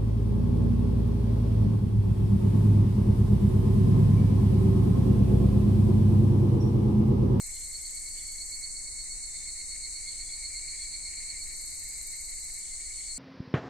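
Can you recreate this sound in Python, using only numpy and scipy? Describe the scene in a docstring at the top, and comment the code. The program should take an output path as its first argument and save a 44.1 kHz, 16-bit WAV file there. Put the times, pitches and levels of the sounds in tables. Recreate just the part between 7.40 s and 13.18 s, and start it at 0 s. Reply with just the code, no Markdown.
"""Crickets on a still night

Tree crickets chirp with their wings near 2.2 kHz and an octave above; one close on the right pulses
about eight times a second among steadier trills. A far crowd of insects merges into a sizzle around
8 kHz, and a katydid's wing strokes tick very high in two bouts. Faint peeps, scratchy calls and a few
tiny snaps sit over a low rumble of air."""
import sys
import numpy as np
from scipy import signal
from scipy.fft import rfft, irfft
from scipy.io import wavfile

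SR = 44100
rng = np.random.default_rng(int(sys.argv[2]) if len(sys.argv) > 2 else 0)


def waveform_to_disk(signal):
    """Save audio, clipped to [-1, 1], as 16-bit WAV at the path in sys.argv[1]."""
    frames = np.transpose(np.atleast_2d(signal))
    scaled = np.clip(frames, -1, 1) * 32767
    samples = np.round(scaled).astype(np.int16)
    wavfile.write(sys.argv[1], SR, samples)


N = 254898
TIME = np.arange(N) / SR
BIN_HZ = np.maximum(np.fft.rfftfreq(N, 1 / SR), 1)

# Levels are relative, ahead of each layer's gain; pan is left minus right.
# stereo image of the noise beds: f/Hz, left-right correlation
STEREO_LIKENESS = [(12, 0.77), (30, 0.65), (80, 0.48), (160, 0.059), (1300, 0.18), (1750, 1), (2200, 0.52),
                   (2600, 1), (3600, 0.98), (4250, 0.54), (5000, 0.11), (6500, 0.14), (7400, 0.35),
                   (10000, 0.14), (15000, 0.026)]
# colours of the air's rumble, the hush and the far sizzle: f/Hz, level/dB
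AIR_COLOUR = [(6, 0), (15, 2.5), (30, -1.5), (50, -6.5), (63, -9), (80, -15.5), (120, -21), (180, -25.5),
              (300, -28), (600, -33), (1200, -38), (1800, -37.5)]
HUSH_COLOUR = [(150, -12), (400, -1), (1000, 4), (1500, -3.5), (2600, -37), (3300, -34), (8000, -6),
               (15500, -1)]
SIZZLE_COLOUR = [(3700, -62), (4700, -19.5), (5200, -18), (6000, -10.5), (6550, -6.5), (7000, -5.5),
                 (7600, -0.8), (8100, 0), (8700, -2), (9300, -9.5), (10000, -16.5), (11300, -26),
                 (13000, -37.5), (15500, -38.5)]
# fader rides of the rumble and the sizzle: t/s, level/dB
AIR_RIDE = [(0, -51), (.6, -53), (1.2, -52.5), (2.2, -53), (3.3, -52.5), (4.2, -51.5), (5.0, -53.5),
            (5.78, -52)]
SIZZLE_RIDE = [(0.0, -39.5), (0.03, -41), (5.52, -41), (5.78, -40)]
# swell of the cricket chorus: t/s, fundamental level/dB, octave level/dB, pitch rise/Hz
CHORUS_SWELL = [(0, -55.5, -57, 0), (.4, -60, -58.5, -25), (1.0, -59.5, -70, -35), (1.6, -60, -58.5, -35),
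                (2.1, -58.5, -54, -20), (2.5, -56, -52, 10), (3.0, -55.5, -51, 25), (3.5, -54, -51, 25),
                (3.9, -55, -52.5, 10), (4.3, -57.5, -55, -15), (4.9, -57.5, -56.5, -20),
                (5.4, -57, -55.5, -5), (5.78, -55.5, -56.5, 9)]
# colours of the chorus's two bands: f/Hz, level/dB
CHORUS_LOW_COLOUR = [(1500, -29), (1680, -20), (1830, -8.5), (1970, -9), (2100, -0.5), (2230, 3.5),
                     (2320, -4.5), (2420, -15.5), (2700, -16.5), (3000, -23)]
CHORUS_OCTAVE_COLOUR = [(3600, -107), (3780, -8.5), (3950, -8), (4120, -1.5), (4300, 1.5), (4420, 6.5),
                        (4520, -6.5), (4620, -7.5), (4760, -7), (5200, -50)]
# distant peeps: t/s, level/dB, f/Hz, half length/s
FAR_PEEPS = [(1.973, -59, 3640, 0.09), (2.69, -56, 3450, 0.021), (2.89, -67, 3460, 0.049),
             (3.42, -58, 3420, 0.024), (3.56, -66, 3470, .025)]
# distant scratchy calls: t/s, level/dB, half length/s
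FAR_SCRATCHES = [(0.175, -57.5, 0.037), (0.46, -68, 0.15), (0.79, -61, 0.018), (0.873, -63, 0.081),
                 (2.05, -68, 0.014), (2.75, -59, 0.029), (5.271, -62, 0.05), (5.43, -69, 0.063),
                 (5.622, -60.5, 0.066)]
# colour of those calls: f/Hz, level/dB
SCRATCH_COLOUR = [(2500, -30), (2900, -3.5), (3300, -5), (3600, 3.5), (3850, -29)]
# tiny snaps: t/s, level/dB
SNAPS = [(4.344, -52), (4.671, -46), (4.676, -49), (5.1363, -53)]
# colour of the katydid's rasp: f/Hz, level/dB
KATYDID_COLOUR = [(9500, -22), (11000, -11), (11400, -5), (11750, -9), (12100, -10), (12500, -6),
                  (12850, -12), (14500, -31)]
# its bouts: start/s, end/s, first stroke period/s, level/dB, fade-in/s
STROKE_BOUTS = [(-0.019, 1.22, 0.04335, -42.5, 0.02), (3.994, 5.21, 0.04414, -41, 0.26)]
# four trills (clear; lower and soft; thin and high; joining late): t/s, f/Hz, level/dB, pan/dB
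TRILL_CLEAR = [(0, 4420, -67, -1), (.4, 4425, -48, -7), (.55, 4440, -48.5, -8), (.9, 4435, -44, -5),
               (1.5, 4400, -46, -8.5), (2.1, 4385, -51.5, -10), (2.4, 4370, -69, -14), (4.0, 4370, -61, 4),
               (4.25, 4390, -48, 8), (4.6, 4385, -53, 9), (4.8, 4360, -53, 12), (5.4, 4345, -54, 5),
               (5.78, 4315, -48.5, 1)]
TRILL_SOFT = [(0, 4200, -59, -16), (.18, 4216, -50.5, -6), (.3, 4180, -63, 3), (.55, 4120, -58, -6),
              (1.0, 4146, -52, 2), (1.5, 4080, -69, -2), (2.2, 4150, -69, -1), (2.8, 4200, -57, -7),
              (3.7, 4230, -49.5, -2), (4.2, 4080, -61, -2), (5.3, 4190, -61.5, -16), (5.78, 4200, -69, 0)]
TRILL_THIN = [(0, 4710, -76, -3), (1.2, 4500, -74, -6), (4.08, 4600, -67, 0), (4.17, 4730, -58, -4),
              (4.62, 4717, -56, -11), (4.8, 4603, -61, 0), (5.78, 4630, -78, 0)]
TRILL_LATE = [(0, 4620, -83, 10), (4.6, 4615, -69, 11), (4.76, 4600, -57, -14), (5.3, 4600, -57.5, -3),
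              (5.48, 4550, -54, -7), (5.58, 4460, -53, -11), (5.78, 4620, -51, 3.5)]
# phrasing of a far tree cricket and its lower, slower neighbour: t/s, level/dB, f/Hz
FAR_PHRASE = [(0.0, -61, 2240), (0.55, -47, 2213), (1.15, -43.5, 2213), (1.7, -48.0, 2190),
              (2.4, -48, 2205.0), (2.9, -46, 2230.0), (3.25, -46.5, 2288), (3.9, -45.5, 2286),
              (4.25, -49.0, 2234), (4.8, -47, 2241), (5.78, -50, 2225.0)]
LOW_PHRASE = [(0.0, -48.5, 2083), (0.7, -49, 2075.0), (1.4, -50, 2064), (1.95, -52.5, 2054),
              (2.4, -47.5, 2124), (2.9, -44, 2124), (3.4, -45.5, 2127), (3.85, -48.0, 2097),
              (4.25, -47.5, 2080.0), (4.7, -44, 2068), (5.2, -48.5, 2075.0), (5.78, -53, 2070)]
# phrasing of the close cricket: t/s, level/dB, f/Hz, pan/dB
CLOSE_PHRASE = [(0.12, -52, 4250, -3), (0.24, -41, 4290, -3), (0.35, -36, 4375, -6), (0.62, -44, 4425, -9),
                (0.8, -44, 4430, -10), (0.92, -37, 4425, -9), (1.2, -36.5, 4400, -8),
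                (1.5, -37.5, 4400, -8), (1.78, -42, 4380, -10), (2.35, -37, 4360, -9),
                (3.4, -35.5, 4350, -5), (4.0, -38.5, 4350, -9), (4.6, -52, 4370, -2), (5.3, -48, 4355, 0),
                (5.7, -37.5, 4320, 2)]
# pace of these three; the farther two hurry as the chorus swells: t/s, chirp rate/Hz
FAR_PACE = [(0.0, 8.73), (0.55, 8.72), (1.15, 8.8), (1.7, 8.2), (2.4, 8.04), (2.9, 9.23), (3.25, 9.28),
            (3.9, 8.87), (4.25, 9.07), (4.8, 8.18), (5.78, 8.14)]
LOW_PACE = [(0.0, 8.12), (0.7, 7.65), (1.4, 6.88), (1.95, 6.85), (2.4, 8.94), (2.9, 8.22), (3.4, 8.14),
            (3.85, 6.71), (4.25, 8.41), (4.7, 6.71), (5.2, 7.0), (5.78, 7.22)]
CLOSE_PACE = [(0.92, 8.97), (1.25, 8.63), (1.8, 8.29), (3.4, 8.17), (4.0, 8.42), (4.6, 8.38), (5.3, 8.2)]
# colour of the scrape around the close cricket's tone: f/Hz, level/dB
SCRAPE_COLOUR = [(3800, -18), (4000, 14), (4200, -5), (4500, 7), (4650, 4), (4800, -19)]


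def from_db(db):
    """Decibels to gain."""
    return 10 ** (np.asarray(db) / 20)


def unit_rms(x):
    """Scale to unit power."""
    return x / np.sqrt(np.mean(x ** 2) + 1e-20)


def in_time(rows):
    """Each column of an automation curve at every sample."""
    s, *columns = np.transpose(rows)
    return [np.interp(TIME, s, column) for column in columns]


def per_bin(points):
    """A curve over frequency, joined on a log axis."""
    hz, value = np.transpose(points)
    return np.interp(np.log(BIN_HZ), np.log(hz), value)


def panned(pan_db):
    """Left and right gains; positive leans left."""
    return from_db(np.array([[.5], [-.5]]) * pan_db)


def bump(s, half_s):
    """A bell-shaped swell of height 1."""
    return np.exp(-.5 * np.minimum(((TIME - s) / half_s) ** 2, 100))


def drift(rate_hz):
    """A random modulator of spread 1, moving mostly below the given rate."""
    return unit_rms(irfft(rfft(rng.standard_normal(N)) / (1 + (BIN_HZ / rate_hz) ** 2), N))


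def wash(colour):
    """Stereo noise of unit power, rolled off past both ends of its colour curve."""
    mid, side = rfft(rng.standard_normal((2, N)))
    alike = np.clip(per_bin(STEREO_LIKENESS), -.98, .98)
    pair = np.sqrt(1 + alike) * mid + np.sqrt(1 - alike) * side * [[1], [-1]]
    low_hz, high_hz = np.array(colour)[[0, -1], 0]
    skirts = 1 / np.sqrt((1 + (low_hz / BIN_HZ) ** 8) * (1 + (BIN_HZ / high_hz) ** 8))
    return unit_rms(irfft(pair * skirts * from_db(per_bin(colour)), N))


def raised(x, rise_hz):
    """Slide every pitch in a sound by a moving number of hertz."""
    return np.real(signal.hilbert(x) * np.exp(2j * np.pi * np.cumsum(rise_hz) / SR))


def roughened(x, flutter_db, slip_rad, rate_hz):
    """Uneven teeth on the wing's file shake the strength and phase of the tone."""
    flutter = from_db(flutter_db * drift(rate_hz))
    slip = np.exp(1j * slip_rad * drift(rate_hz))
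    return np.real(signal.hilbert(x) * flutter * slip)


def garden(x, wet_db, t60_s, width):
    """Walls and foliage scatter a short tail, partly different in each ear."""
    t = TIME[:SR // 2]
    mid, side = rng.standard_normal((2, len(t)))
    tail = (mid + width * side * [[1], [-1]]) * from_db(-60 * t / t60_s) * (t > .012)  # pre-delay
    tail /= np.sqrt(np.sum(tail ** 2, axis=1, keepdims=True))
    return x + from_db(wet_db) * signal.fftconvolve(x, tail, axes=1)[:, :N]


def chirp(s, peak_db, hz, half_s, skirt, sag_hz):
    """A burst of wing tone: a strong core between weaker strokes, sagging in pitch as the wing slows."""
    out = np.zeros(N)
    span = slice(max(0, int((s - .1) * SR)), int((s + .1) * SR))
    t = (TIME[span] - s) / half_s
    swell = (np.exp(-.5 * t ** 2) + skirt * np.exp(-.5 * (t / 1.5) ** 2)) / (1 + skirt)
    pitch = hz - sag_hz * np.tanh(t)
    out[span] = from_db(peak_db) * swell * np.sin(2 * np.pi * (np.cumsum(pitch) / SR + rng.random()))
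    return out


def chirp_train(phrase, pace, first_s, uneven_db, stray_hz):
    """One chirp per beat, each a little different: rows of t/s, level/dB, f/Hz."""
    rate, = in_time(pace)
    level_db, hz, *_ = in_time(phrase)
    beats = np.cumsum(rate) / SR
    beats -= np.interp(first_s, TIME, beats)
    s = np.interp(np.arange(np.ceil(beats[-1])), beats, TIME)
    chance = rng.standard_normal((len(s), 2))
    peak_db = np.interp(s, TIME, level_db) + uneven_db * chance[:, 0]
    pitch_hz = np.interp(s, TIME, hz) + stray_hz * chance[:, 1]
    return np.transpose([s, peak_db, pitch_hz])


def night_air():
    """The bed: a low rumble of moving air and a soft, even hush."""
    level_db, = in_time(AIR_RIDE)
    return from_db(level_db + 3.5) * wash(AIR_COLOUR) + from_db(-68) * wash(HUSH_COLOUR)


def sizzle():
    """A far crowd of high-pitched insects merges into one shimmering band."""
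    level_db, = in_time(SIZZLE_RIDE)
    return from_db(level_db + 2 + .37 * drift(40)) * wash(SIZZLE_COLOUR) * panned(1.15)


def chorus():
    """Many crickets blur into two throbbing bands an octave apart, rising in pitch as they swell."""
    low_db, octave_db, rise_hz = in_time(CHORUS_SWELL)
    low = from_db(low_db - .7 + 2.4 * drift(23)) * raised(wash(CHORUS_LOW_COLOUR), rise_hz)
    octave = from_db(octave_db + 2.5 + drift(25)) * raised(wash(CHORUS_OCTAVE_COLOUR), 2 * rise_hz)
    return low * panned(-1.1) + octave * panned(.5)


def faint_callers():
    """Wavering peeps and short scratchy calls from far away."""
    peeps = sum(chirp(s, db, hz, half_s, skirt=.07, sag_hz=17) for s, db, hz, half_s in FAR_PEEPS)
    bursts = sum(from_db(db) * bump(s, half_s) for s, db, half_s in FAR_SCRATCHES)
    scratches = bursts * from_db(2.4 * drift(36) - 3.5) * wash(SCRATCH_COLOUR)
    calls = roughened(peeps, flutter_db=5.5, slip_rad=.96, rate_hz=27) + scratches
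    return from_db(-2) * garden(calls, wet_db=-12, t60_s=.81, width=.2)


def snaps(gain_db=7, decay_s=.0006):
    """Tiny dry snaps, heard only in the top octave."""
    envelope = sum(from_db(db) * (TIME > s) * np.exp(-np.abs(TIME - s) / decay_s) for s, db in SNAPS)
    top = signal.butter(2, 10500, "high", fs=SR, output="sos")
    return from_db(gain_db) * panned(2) * signal.sosfilt(top, envelope * rng.standard_normal(N) + 1e-18)


def katydid_strokes(uneven_db=1.2, soft_start_db=9, tiring_db_per_s=3.5, slowing_s=.00015):
    """In each bout the wing strokes swell, then weaken, slowing all along: rows of t/s, level/dB."""
    strokes = []
    for start_s, end_s, period_s, peak_db, swell_s in STROKE_BOUTS:
        age_s = 0
        while start_s + age_s < end_s:
            loss_db = soft_start_db * max(0, 1 - age_s / swell_s) + tiring_db_per_s * age_s
            strokes.append((start_s + age_s, peak_db - loss_db + uneven_db * rng.standard_normal()))
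            age_s += period_s
            period_s += slowing_s
    return strokes


def katydid(gain_db=-9, rise_s=.0062, stop_s=.0039, crest_s=.001, lead_s=.000016):
    """Each wing stroke is a very high rasp that swells, stops short and reaches the left ear first."""
    envelope = np.zeros(N)
    for s, db in katydid_strokes():
        half_s = np.where(TIME < s + crest_s, rise_s, stop_s)
        envelope += from_db(db) * bump(s + crest_s, half_s)
    left = envelope * wash(KATYDID_COLOUR)[0]
    right = irfft(rfft(left) * np.exp(-2j * np.pi * BIN_HZ * lead_s), N)
    rasp = panned(2.5) * np.array([left, right])
    return from_db(gain_db) * garden(rasp, wet_db=-6, t60_s=.2, width=1)


def trill(phrase, throb_hz, depth):
    """A near-continuous tone that throbs as the wings open and close."""
    hz, level_db, pan_db = in_time(phrase)
    throb = 1 + depth * np.sin(2 * np.pi * np.cumsum(throb_hz + .48 * drift(3.3)) / SR)
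    tone = np.sin(2 * np.pi * np.cumsum(hz + 14 * drift(38.9)) / SR)
    return panned(pan_db) * from_db(level_db) * throb * tone


def trilling_crickets():
    """Four steadier singers at different distances."""
    song = trill(TRILL_CLEAR, throb_hz=12, depth=.099) + trill(TRILL_SOFT, throb_hz=9, depth=1)
    song += trill(TRILL_THIN, throb_hz=8.6, depth=.75) + trill(TRILL_LATE, throb_hz=8.9, depth=.61)
    song = roughened(song, flutter_db=2.4, slip_rad=.15, rate_hz=110)
    return from_db(-4.5) * garden(song, wet_db=-4, t60_s=.66, width=.91)


def tree_cricket(chirps, gain_db, octave_db, pan_db):
    """The wings ring at their fundamental and an octave above it."""
    low = sum(chirp(s, db, hz, half_s=.013, skirt=.62, sag_hz=8.4) for s, db, hz in chirps)
    high = sum(chirp(s, db + octave_db, 2 * hz, half_s=.014, skirt=.17, sag_hz=13.4)
               for s, db, hz in chirps)
    return from_db(gain_db) * panned(pan_db) * (low + high)


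def tree_cricket_pair():
    """Two callers at neighbouring pitches, left and right, drift in and out of step."""
    far_chirps = chirp_train(FAR_PHRASE, FAR_PACE, first_s=.093, uneven_db=.6, stray_hz=7.03)
    far = tree_cricket(far_chirps, gain_db=-6, octave_db=-6, pan_db=4)
    low_chirps = chirp_train(LOW_PHRASE, LOW_PACE, first_s=.048, uneven_db=1.6, stray_hz=8.84)
    low = tree_cricket(low_chirps, gain_db=-6.5, octave_db=.5, pan_db=-4)
    duet = roughened(far + low, flutter_db=-.1, slip_rad=.07, rate_hz=160)
    return garden(duet, wet_db=-5.5, t60_s=.59, width=.43)


def close_cricket(pulse_half_s=.013, build_half_s=.031, build=.2, build_lead_s=.011, scrape_db=-20):
    """The lead voice: one wing tone that builds into each pulse, with the file scraping under it."""
    swell = np.zeros(N)
    for s, db, _ in chirp_train(CLOSE_PHRASE, CLOSE_PACE, first_s=.2419, uneven_db=.7, stray_hz=0):
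        pulse = bump(s, pulse_half_s) + build * bump(s - build_lead_s, build_half_s)
        swell += from_db(db) * pulse / (1 + build)
    *_, hz, pan_db = in_time(CLOSE_PHRASE)
    tone = np.sin(2 * np.pi * np.cumsum(hz + 10 * drift(29.9)) / SR)
    flutter = from_db(.9 * drift(90))
    scrape = from_db(scrape_db) * wash(SCRAPE_COLOUR)[0]
    song = panned(pan_db) * swell * (tone * flutter + scrape)
    return from_db(-2.8) * garden(song, wet_db=-12, t60_s=.42, width=.7)


def scene():
    """The mix: all the insects and the air around them."""
    crickets = close_cricket() + tree_cricket_pair() + trilling_crickets() + chorus()
    return crickets + faint_callers() + katydid() + snaps() + sizzle() + night_air()


def record(dry, cutoff_hz=15750):
    """A steep high cut on the whole mix."""
    return signal.sosfilt(signal.ellip(12, .1, 80, cutoff_hz, fs=SR, output="sos"), dry)


dry = scene()
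out = record(dry)
waveform_to_disk(out)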